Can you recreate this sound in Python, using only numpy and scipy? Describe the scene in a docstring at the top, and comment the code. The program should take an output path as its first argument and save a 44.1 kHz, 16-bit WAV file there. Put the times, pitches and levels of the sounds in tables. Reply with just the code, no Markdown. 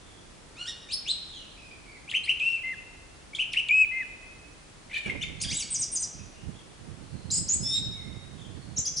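"""Squeals, soft hoots, rasps and quick whistles: chickadees call at a nest hole in a dead trunk among shrubs.
Each call is a stack of harmonics on a drawn pitch curve; in some, both sides of the syrinx sound at once.
Random echo taps throw the calls back from trunk and thicket, and other birds glide softly far off.
Shaped noise makes a low outdoor rumble and, from halfway, a breeze that buffets the right side."""
import sys
import numpy as np
from scipy import signal
from scipy.fft import rfft, irfft, next_fast_len
from scipy.io import wavfile
from scipy.ndimage import uniform_filter1d

SR = 44100
rng = np.random.default_rng(int(sys.argv[2]) if len(sys.argv) > 2 else 0)


def wav_record(signal):
    """Record a signal, one row per channel, as 16-bit PCM in the file named by sys.argv[1]."""
    frames = np.transpose(np.atleast_2d(signal))
    bounded = np.clip(frames, -1, 1)
    # unit amplitude maps onto the largest positive 16-bit level
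    quanta = np.round(bounded * 32767).astype(np.int16)
    wavfile.write(sys.argv[1], SR, quanta)


N = 396900

# Call levels are before the trim of each group in the mix; spectra are relative.
# Soft hoots, nearly pure. Each row: start in seconds, held length in seconds, pitch in Hz, level in dB,
# swell over the note in dB, dive into it (0-1), bow and final sag of the pitch as shares.
HOOTS = [(2.395, .163, 2680, -26, -1, .8, .022, .12), (2.632, .093, 2052, -32, -1, 0, .014, .23),
         (3.684, .146, 2565, -18.7, 7, 1, 0, .1), (3.911, .103, 2030, -31.5, 3, 0, .032, .2)]
# Flicks: the pitch shoots up to a cusp and drops. Each row: cusp in seconds, rise in seconds,
# start in Hz, cusp in Hz, rising and falling level in dB at the favoured pitch.
FLICKS = [(2.111, 0.034, 2350, 5500, -33.5, -25.5), (2.259, 0.023, 4050, 5600, -28.5, -32),
          (3.365, 0.017, 3190, 6570, -27.5, -42), (3.531, 0.011, 5300, 6500, -21.5, -19.5)]
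# Scoops: a rounded rise and a quick drop. Each row: top in seconds, rise in seconds, fall in seconds,
# start in Hz, top in Hz, level in dB at the favoured pitch.
SCOOPS = [(2.165, 0.032, 0.013, 1855, 3150, -17), (2.309, 0.037, 0.0098, 1765, 3060, -19.5),
          (3.341, 0.0091, .006, 2170, 2310, -29), (3.413, 0.029, .016, 2150, 3090, -20),
          (3.589, 0.034, 0.012, 2020, 3030, -19.5)]

# Arches: level swells and fades while pitch bends to a turning point and away. Each row of the next
# five tables: turning point in seconds, length before and after it in seconds, start in Hz,
# turning point in Hz, end in Hz, sharpness, level in dB, drop at the ends in dB.
# Nasal squeals.
SQUEALS = [ (.620, 0.068, 0.048, 1010, 1440, 1410, 0.71, -40.5, 15),
           (.690, 0.039, 0.023, 1421, 1902, 1520, 1.8, -32.5, 9.6),
           (5.425, 0.024, .036, 2150, 4836, 1610, 5, -31, 5.3),
           (5.570, .088, .068, 1581, 3955, 2190, 1.66, -30.5, 3.8)]
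# Bright, hoarse chirps.
CHIRPS = [(1.112, .059, .026, 2250, 4020, 3950, 1.3, -26, 21),
          (5.229, .019, .017, 2850, 3650, 2150, 4.5, -32, 4)]
# Low rasps.
RASPS = [(4.968, .071, .036, 525, 610, 560, 1.1, -38.5, 12), (5.062, .028, .056, 580, 565, 545, .8, -40, 9)]
# A high buzz.
BUZZES = [(8.978, .017, 0.032, 5850, 5500, 5570, 0.85, -28.5, 8)]
# Clear whistles.
WHISTLES = [(5.424, .012, .022, 4630, 5000, 4630, 2.3, -33, 6.7),
            (5.485, 0.044, 0.023, 4750, 4740, 4830, 1, -38, 6),
            (7.499, .020, 0.047, 4000, 6920, 6540, 0.91, -20, 15.4),
            (7.543, 0.021, 0.0077, 6900, 7830, 8300, 2.5, -21, 3)]
# Notes from both sides of the syrinx. Each row: an arch for the low side, then one for the high side.
TWO_VOICED = [ ((.940, .053, .024, 2350, 4460, 4420, 2.6, -27.5, 14),
              (.942, .055, .022, 3650, 5285, 5330, 2.8, -23.5, 19)),
              ((7.785, .150, .026, 3470, 3760, 3640, 1.8, -18.5, 26),
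              (7.672, .071, .135, 4950, 5360, 5420, .9, -25.5, 21))]

# Warbles: the high side swings, then settles; the low side follows in part. Each row: last peak in seconds,
# length before and after it in seconds, entry in Hz, peak in Hz, rest in Hz, depth of the swing as a share,
# level in dB, low side in Hz, low side level in dB, how far the low side follows (0-1).
WARBLES = [(7.377, 0.075, 0.02, 4750, 8430, 7360, .2, -22.5, 5380, -30.5, .55),
           (8.789, 0.028, 0.021, 6840, 7580, 5700, 0.34, -21, 4050, -47, 0.2),
           (8.872, .026, 0.019, 4740, 6780, 5370, 0.26, -23.5, 3390, -47, 0.1)]
# 'Chick' notes: a swing and a long fall. Each row: last peak in seconds, peak in Hz,
# level in dB at the favoured pitch, length before the peak in seconds.
CHICKS = [(5.738, 9040, -24.5, .036), (5.810, 8920, -24, 0.023), (5.948, 9520, -25, 0.032),
          (6.017, 9050, -26.5, 0.023)]
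# Plain glides of birds far off. Each row: start in seconds, length in seconds, start in Hz, end in Hz, level in dB.
FAR_SONG = [(0.019, .2, 3530, 3420, -64), (1.27, .19, 4010, 2522, -50.5), (1.564, 0.19, 2537, 2427, -52.5),
            (1.861, 0.12, 2354, 2076, -53), (6.157, 0.09, 2460, 2605, -60), (6.343, 0.076, 2900, 2770, -60),
            (6.522, 0.098, 3330, 3240, -60.5), (7.009, 0.38, 4230, 4280, -64),
            (7.931, 0.16, 2227, 2090, -56), (8.377, 0.095, 3420, 3240, -54.5),
            (8.538, .2, 4490, 4250, -63.5)]

# Balance of the harmonics, from the first upwards. Each entry: level in dB.
HOOT_DB = [17, -1, -11, -27.5]
SQUEAL_DB = [-5, 1, -4.5, -17.5, -16.5, -20]
CHIRP_DB = [11.5, -1, -7.5]
WHISTLE_DB = [-0.5, -14]
RASP_DB = [-37, -34, -4.5, 7.5, 0, -2.5, -7, -16, -36, -17, -27, -17.5, -21, -32, -19, -20]
# Throat resonance in the hoots and in the squeals. Each row: frequency in Hz, gain in dB.
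HOOT_THROAT = [(1500, -20.5), (2100, 5), (3000, -4), (3900, -14.5), (5100, -23.5), (7000, -3.5),
               (10000, -6.5)]
SQUEAL_THROAT = [(1500, -6.5), (1950, -11.5), (2400, 2), (3900, -1), (4800, 2), (7500, 2.5), (10000, -1)]
# Breathy hiss of hoarse calls. Each row: frequency in Hz, level in dB per Hz.
HISS = [(1100, -16), (2400, -3), (6000, 0), (10000, -14.5)]
# Decay of the thicket's echo. Each row: frequency in Hz, time to fall by 60 dB in seconds.
THICKET = [(2400, 1.25), (3800, 1.044), (5200, 0.9), (10000, 0.31)]

# Gusts on the microphone. Each row: full strength from in seconds, length in seconds, relative level in dB.
GUSTS = [(5.066, 0.54, -44), (5.6, .2, -51.5), (6.195, 0.03, -45), (6.472, 0.022, -45),
         (6.867, 0.17, -46.5), (7.156, 1.0, -43), (8.253, 0.53, -45.5), (8.925, 0.049, -46.5)]
# Sudden puffs of wind. Each row: start in seconds, relative level in dB, length in seconds.
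PUFFS = [(5.057, -31.5, 0.097), (5.147, -31, 0.02), (5.295, -43.5, 0.024), (5.895, -52.5, 0.051)]
# Colour of the gusts and of the brighter puffs. Each row: frequency in Hz, level in dB per Hz.
BUFFET = [(25, -15), (80, 3.5), (170, 1), (300, -10), (520, -20), (3000, -56)]
PUFF = [(30, -5), (130, 7.5), (400, 5), (800, -10.5), (10000, -41)]
# Colour of the outdoor air. Each row: frequency in Hz, level in dB per Hz.
AIR = [(15, -35.5), (25, -2.5), (139, -8), (254, -12.5), (288, -11), (465, -14.5), (645, -15.5),
       (10300, -28), (13400, -98), (22000, -120)]
# How alike left and right are in the air. Each row: frequency in Hz, likeness as a share.
AIR_SAME = [(60, 0.72), (800, 0.028), (10000, .25)]

ALONG = np.linspace(0, 1, 300)  # position along a note
ARCH_EDGE_S, ARCH_EDGE_DB = 0.0097, 3.5  # every arch fades in and out
SAG_S, SAG_DB = .023, 13.5  # at the end of a hoot pitch and level sag together
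DIVE, DIVE_S, UNDERSHOOT, RECOVER_S = 1.5, .0042, .36, .017  # the dive overshoots and recovers (shares, s)
HOOT_ATTACK_S, HOOT_ATTACK_DB = 0.0033, 24
FLICK_FALL_S, FLICK_DROP_S, FLICK_LOW_HZ = 0.018, .0042, 1725  # fall length, its time constant, landing pitch
FLICK_BEST_HZ, FLICK_DB_PER_OCTAVE = 3170, 25.5  # loudest at this pitch, weaker away from it
SCOOP_END_HZ, SCOOP_SHARPNESS = 2320, 0.99
SCOOP_BEST_HZ, SCOOP_DB_PER_OCTAVE = 2767, 37.5
SWING_S, ENTRY_S, SETTLE_S = 0.03, .013, .0095  # one swing; leaving the entry pitch; settling
WARBLE_ATTACK_S, WARBLE_RELEASE_S, WARBLE_EDGE_DB = .02, 0.0065, 22.5
CHICK_FALL_S, CHICK_REST, CHICK_DEPTH, CHICK_ENTRY = 0.037, .61, .13, 0.95  # s, then shares of the peak pitch
CHICK_BEST_HZ, CHICK_DB_PER_OCTAVE, CHICK_EDGE_DB = 6600, 15.5, 18
UNDERTONE_HZ, UNDERTONE_END_HZ, UNDERTONE_DB = 5075, 4900, -13.5  # a soft tone under each 'chick' fall
GLIDE_EDGE_DB = 7
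GUST_RISE_S, GUST_FALL_S, LULL_DB = 0.072, 0.089, -56.5
AIR_LEVEL_DB = -50.79
EDGE_HZ = 10550  # edge of the low-pass in Hz; the sound is dark above it


def birds():
    """All the calls, near and far, each group with its own trim and share of echo."""
    return (quick_hoots() + clear_hoots() + squeals_and_chicks()
            + chirps_rasps_and_buzzes() + whistles_and_warbles() + far_birds())


def quick_hoots():
    """Flicks, scoops and the first hoot: a low, slightly rough voice with breath in it."""
    notes = [flick(*row) for row in FLICKS] + [scoop(*row) for row in SCOOPS] + [hoot(*HOOTS[0])]
    calls = sing(notes, HOOT_DB, jitter=0.0054, jitter_hz=203, shimmer_db=3.0, throat=HOOT_THROAT)
    calls = hoarse(calls, hiss_db=-28.5)
    return gain_of(-3.0) * outdoors(calls, near_db=-3, far_db=-9.0, balance_db=1.3, same=0.49)


def clear_hoots():
    """The later hoots reach the microphone more directly and stay steady."""
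    notes = [hoot(*row) for row in HOOTS[1:]]
    calls = sing(notes, HOOT_DB, jitter=.002, jitter_hz=200, shimmer_db=1.8, throat=HOOT_THROAT)
    return gain_of(-1) * outdoors(calls, near_db=-17, far_db=-15, balance_db=1.9)


def squeals_and_chicks():
    """Nasal squeals with fluttering harmonics, and high falling 'chick' notes."""
    squeals = sing(arches(SQUEALS), SQUEAL_DB, jitter=0.0089, jitter_hz=610, shimmer_db=2.0,
                   throat=SQUEAL_THROAT, flutter_db=3.5)
    chicks = sing(chick_notes(), WHISTLE_DB, jitter=.006, jitter_hz=600, shimmer_db=1)
    calls = hoarse(squeals + chicks, hiss_db=-23.5)
    return gain_of(-2.5) * outdoors(calls, near_db=-3.5, far_db=-7, balance_db=0.5, same=0.91)


def chirps_rasps_and_buzzes():
    """The harsh calls: strong pitch jitter, and fluttering harmonics in the chirps and rasps."""
    chirps = sing(arches(CHIRPS), CHIRP_DB, jitter=.025, jitter_hz=900, shimmer_db=1.6, flutter_db=2)
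    rasps = sing(arches(RASPS), RASP_DB, jitter=.037, jitter_hz=220, shimmer_db=3, flutter_db=5)
    buzzes = sing(arches(BUZZES), CHIRP_DB, jitter=.07, jitter_hz=1000, shimmer_db=2)
    return gain_of(-0.5) * outdoors(chirps + rasps + buzzes, near_db=-3.0, far_db=-7.0, balance_db=.8)


def whistles_and_warbles():
    """Clear whistles from one side of the syrinx; double notes and warbles from both."""
    whistles = sing(arches(WHISTLES), WHISTLE_DB, jitter=0.0059, jitter_hz=500, shimmer_db=3.5)
    doubles = sing_both([two_voiced(*pair) for pair in TWO_VOICED],
                        jitter=.005, jitter_hz=400, shimmer_db=1.2, coupling_db=-12)
    warbles = sing_both([warble(*row) for row in WARBLES],
                        jitter=.012, jitter_hz=800, shimmer_db=1.8, coupling_db=-11)
    calls = hoarse(whistles + doubles + warbles, hiss_db=-23)
    return gain_of(-6.0) * outdoors(calls, near_db=-3, far_db=-5.5, balance_db=0.2)


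def far_birds():
    """Plain glides with strong echo, leaning to the right."""
    song = sing([glide(*row) for row in FAR_SONG], WHISTLE_DB, jitter=.03, jitter_hz=90, shimmer_db=3)
    return gain_of(-3.5) * outdoors(song, near_db=-1.5, far_db=0.5, balance_db=-5)


def hoot(start, held_s, pitch_hz, level_db, swell_db, dive, bow, droop):
    """A held tone, with or without a dive onto it, that sags as it ends. Rows of (s, Hz, dB)."""
    t = ALONG * (held_s + SAG_S)
    held = np.minimum(t / held_s, 1)
    sag = np.maximum(t - held_s, 0) / SAG_S
    entry = dive * (DIVE * np.exp(-t / DIVE_S) - UNDERSHOOT * np.exp(-t / RECOVER_S))
    hz = pitch_hz * (1 + entry + bow * np.sin(np.pi * held) - droop * sag)
    attack_db = HOOT_ATTACK_DB * np.exp(-t / HOOT_ATTACK_S)
    db = level_db + swell_db * (held - .5) - attack_db - SAG_DB * sag ** 0.65
    return np.transpose([start + t, hz, db])


def flick(cusp_s, rise_s, start_hz, cusp_hz, rising_db, falling_db):
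    """An ever faster rise, then a steep drop. Rows of (s, Hz, dB)."""
    t = ALONG * (rise_s + FLICK_FALL_S) - rise_s
    rising_hz = start_hz * (cusp_hz / start_hz) ** ((1 + t / rise_s) ** 2)
    falling_hz = FLICK_LOW_HZ + (cusp_hz - FLICK_LOW_HZ) * np.exp(-abs(t) / FLICK_DROP_S)
    hz = np.where(t < 0, rising_hz, falling_hz)
    db = np.where(t < 0, rising_db, falling_db) - off_best(hz, FLICK_BEST_HZ, FLICK_DB_PER_OCTAVE)
    return np.transpose([cusp_s + t, hz, db])


def scoop(top_s, rise_s, fall_s, start_hz, top_hz, level_db):
    """An arch that is loudest where its pitch comes nearest the favoured one. Rows of (s, Hz, dB)."""
    s, hz, db = arch(top_s, rise_s, fall_s, start_hz, top_hz, SCOOP_END_HZ, SCOOP_SHARPNESS, level_db, 0).T
    return np.transpose([s, hz, db - off_best(hz, SCOOP_BEST_HZ, SCOOP_DB_PER_OCTAVE)])


def off_best(hz, best_hz, db_per_octave):
    """Loss in dB as the pitch leaves the one that the throat favours."""
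    return db_per_octave * abs(np.log2(hz / best_hz))


def arch(turn_s, before_s, after_s, start_hz, turn_hz, end_hz, sharpness, level_db, ends_db):
    """Level swells and fades while pitch bends to a turning point and away. Rows of (s, Hz, dB)."""
    t = ALONG * (before_s + after_s) - before_s
    slack = 1 - abs(np.cos(np.pi / 2 * t / np.where(t < 0, before_s, after_s))) ** sharpness
    hz = turn_hz * (np.where(t < 0, start_hz, end_hz) / turn_hz) ** slack
    faded = np.maximum(1 - np.minimum(t + before_s, after_s - t) / ARCH_EDGE_S, 0)
    return np.transpose([turn_s + t, hz, level_db - ends_db * slack - ARCH_EDGE_DB * faded])


def arches(table):
    """One arched note for each row."""
    return [arch(*row) for row in table]


def chick_notes():
    """The same gesture each time, entered earlier or later; the other side holds a soft tone under its fall."""
    notes = []
    for peak_s, peak_hz, level_db, before_s in CHICKS:
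        t, hz, faded = swing(before_s, CHICK_FALL_S, CHICK_ENTRY * peak_hz, peak_hz,
                             CHICK_REST * peak_hz, CHICK_DEPTH)
        edge_db = CHICK_EDGE_DB * faded * np.where(t < 0, .3, 1)  # gentler on the way in
        db = level_db - off_best(hz, CHICK_BEST_HZ, CHICK_DB_PER_OCTAVE) - edge_db
        notes.append(np.transpose([peak_s + t, hz, db]))
        notes.append(glide(peak_s + 0.0034, CHICK_FALL_S, UNDERTONE_HZ, UNDERTONE_END_HZ,
                           level_db + UNDERTONE_DB))
    return notes


def swing(before_s, after_s, entry_hz, peak_hz, rest_hz, depth):
    """Time from the last peak, a pitch that swings and settles, and how far the note is faded."""
    t = ALONG * (before_s + after_s) - before_s
    swinging_hz = peak_hz * (1 - depth * abs(np.sin(np.pi * t / SWING_S)) ** 1.5)
    settling_hz = rest_hz + (peak_hz - rest_hz) * np.exp(-abs(t) / SETTLE_S)
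    hz = np.where(t < 0, swinging_hz, settling_hz)
    hz = hz + (entry_hz - hz) * np.exp(-((t + before_s) / ENTRY_S) ** 2)
    fade_in = np.maximum(1 - (t + before_s) / WARBLE_ATTACK_S, 0) ** 2
    fade_out = np.maximum(1 - (after_s - t) / WARBLE_RELEASE_S, 0)
    return t, hz, fade_in + fade_out


def warble(peak_s, before_s, after_s, entry_hz, peak_hz, rest_hz, depth, level_db, low_hz, low_db, follow):
    """A swinging high side with a low side in tow. Rows of (s, low Hz, low dB, high Hz, high dB)."""
    t, hz, faded = swing(before_s, after_s, entry_hz, peak_hz, rest_hz, depth)
    following_hz = low_hz * (hz / peak_hz) ** follow
    return np.transpose([peak_s + t, following_hz, low_db - 5 * faded, hz, level_db - WARBLE_EDGE_DB * faded])


def two_voiced(low_row, high_row):
    """Two overlapping arches. Rows of (s, low Hz, low dB, high Hz, high dB)."""
    sides = arch(*low_row).T, arch(*high_row).T
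    s = np.union1d(sides[0][0], sides[1][0])
    columns = []
    for at, hz, db in sides:
        columns += [np.interp(s, at, hz), np.interp(s, at, db, left=-90, right=-90)]
    return np.transpose([s, *columns])


def glide(start, length, start_hz, end_hz, level_db):
    """A straight slide that swells and fades. Rows of (s, Hz, dB)."""
    hz = start_hz + (end_hz - start_hz) * ALONG
    db = level_db - GLIDE_EDGE_DB * (2 * ALONG - 1) ** 2
    return np.transpose([start + length * ALONG, hz, db])


def sing(notes, levels_db, jitter, jitter_hz, shimmer_db, throat=None, flutter_db=0):
    """Notes from one side of the syrinx."""
    out = np.zeros(N)
    for rows in notes:
        start, (hz, db) = contours(rows)
        phase, size = membrane(hz, db, jitter, jitter_hz, shimmer_db)
        add(out, start, size * harmonics(phase, hz, levels_db, throat, flutter_db))
    return out


def sing_both(notes, jitter, jitter_hz, shimmer_db, coupling_db):
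    """Both sides sound at once and modulate each other, which adds a tone at the sum of their pitches."""
    out = np.zeros(N)
    for rows in notes:
        start, (low_hz, low_db, high_hz, high_db) = contours(rows)
        low, low_size = membrane(low_hz, low_db, jitter, jitter_hz, shimmer_db)
        high, high_size = membrane(high_hz, high_db, jitter, jitter_hz, shimmer_db)
        add(out, start, low_size * harmonics(low, low_hz, WHISTLE_DB))
        add(out, start, high_size * harmonics(high, high_hz, WHISTLE_DB))
        add(out, start, gain_of(coupling_db) * np.minimum(low_size, high_size) * np.sin(low + high))
    return out


def contours(rows):
    """Start time and the columns of a note as smooth curves, one value a sample."""
    s, *columns = np.transpose(rows)
    t = np.arange(s.min(), s.max(), 1 / SR)
    return s.min(), [uniform_filter1d(np.interp(t, s, c), size=130) for c in columns]


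def membrane(hz, db, jitter, jitter_hz, shimmer_db):
    """One side of the syrinx: its phase and its amplitude, both a little unsteady."""
    count = len(hz)
    phase = 2 * np.pi * np.cumsum(hz * (1 + jitter * wobble(count, jitter_hz))) / SR
    edge = np.minimum(np.arange(count), np.arange(count)[::-1]) / (.002 * SR)  # 2 ms fades
    size = np.sqrt(2) * gain_of(db + shimmer_db * wobble(count, jitter_hz))
    return phase, size * np.minimum(edge, 1)


def harmonics(phase, hz, levels_db, throat=None, flutter_db=0):
    """Harmonics with about the power of one sine; the throat may favour some, and each may flutter."""
    k = np.arange(1, len(levels_db) + 1)[:, None]
    gains = gain_of(np.array(levels_db)[:, None] + (read(throat, k * hz) if throat else 0))
    gains = gains / np.linalg.norm(gains, axis=0)
    gains = gains * gain_of([flutter_db * wobble(len(hz), hz=104) for _ in k])
    return np.sum(gains * np.sin(k * phase) * (k * hz < SR / 2), axis=0)


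def hoarse(x, hiss_db):
    """Air rushing through the syrinx adds a hiss that follows the loudness of the call."""
    loudness = np.sqrt(abs(uniform_filter1d(x ** 2, size=200)))
    return x + gain_of(hiss_db) * loudness * noise(HISS)


def outdoors(x, near_db, far_db, balance_db, near_t60=0.23, same=0.27):
    """Direct sound, quick scatter from trunk and twigs, and the long tail of the thicket."""
    t = np.arange(SR) / SR
    taps = rng.standard_normal((3, SR)) * (rng.random((3, SR)) < 4000 / SR)  # about 4000 echoes a second
    # the two ports of the microphone lie close together and share some of the echoes
    taps = np.sqrt(same) * taps[0] + np.sqrt(1 - same) * taps[1:]
    near = taps * gain_of(-60 * t / near_t60) * (t > .001)
    # the reversed taps give the tail its own pattern; each band dies away at its own rate
    hz, frame_s, z = signal.stft(taps[:, ::-1], SR, nperseg=256)
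    decay = gain_of(-60 * frame_s / read(THICKET, hz)[:, None])
    far = signal.istft(z * decay, SR, nperseg=256)[1][:, :SR]
    far *= np.minimum(t / 0.0017, 1)
    echoes = (gain_of(near_db) * evened(near) + gain_of(far_db) * evened(far)) / np.sqrt(SR)
    direct = x * gain_of([[balance_db / 2], [-balance_db / 2]])
    return direct + signal.fftconvolve(x[None], echoes, axes=1)[:, :N]


def wind():
    """Lumpy eddies on the right port, in gusts with a lull between; sudden puffs are brighter."""
    t = np.arange(N) / SR
    gusts = [np.interp(t, [at - GUST_RISE_S, at, at + length, at + length + GUST_FALL_S],
                       [LULL_DB, level_db, level_db, LULL_DB])
             for at, length, level_db in GUSTS]
    strength_db = np.max(gusts, axis=0) + 5.0 + 3.45 * wobble(N, hz=22.1)
    eddies = noise(BUFFET) * (t > GUSTS[0][0]) * gain_of(strength_db)
    blow = np.zeros(N)
    for at, level_db, length in PUFFS:
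        shape = np.interp(t, [at, at + 0.0037, at + length, at + 2 * length], [0.016, 0.88, 0.22, 0.025])
        blow += gain_of(level_db) * shape
    return np.array([np.zeros(N), eddies + blow * noise(PUFF)])


def air():
    """Distant outdoor rumble and hiss, partly shared by the two channels."""
    same = read(AIR_SAME, np.fft.rfftfreq(N, 1 / SR))
    left, other = noise(AIR), noise(AIR)
    right = irfft(same * rfft(left) + np.sqrt(1 - same ** 2) * rfft(other), N)
    return gain_of(AIR_LEVEL_DB) * np.array([left, right])


def noise(spectrum):
    """Steady noise of rms 1 with the given spectrum."""
    gains = gain_of(read(spectrum, np.fft.rfftfreq(N, 1 / SR)))
    return evened(irfft(rfft(rng.standard_normal(N)) * gains, N))


def wobble(length, hz):
    """Random wavering of about rms 1, up to about hz times a second."""
    size = next_fast_len(max(length, SR // 2))
    f = np.fft.rfftfreq(size, 1 / SR)
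    return evened(irfft(rfft(rng.standard_normal(size)) * np.exp(-(f / hz) ** 2), size))[:length]


def gain_of(db):
    """Decibels to amplitude."""
    return 10 ** (np.asarray(db) / 20)


def evened(x):
    """Scales to rms 1."""
    return x / np.sqrt(np.mean(abs(x) ** 2) + 1e-20)


def read(points, hz):
    """Reads a spectrum on a log-frequency axis."""
    f, value = np.transpose(points)
    return np.interp(np.log(hz + 1), np.log(f + 1), value)


def add(mix, s, sound):
    """Mixes a sound in at time s."""
    part = mix[round(s * SR):][:len(sound)]
    part += sound[:len(part)]


def scene():
    """Birds, wind and air."""
    return birds() + wind() + air()


def record(dry):
    """A steep low-pass darkens the sound above its edge."""
    lowpass = signal.firwin(411, EDGE_HZ, window=("kaiser", 8), fs=SR)
    return signal.oaconvolve(dry, lowpass[None], "same")


dry = scene()
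out = record(dry)
wav_record(out)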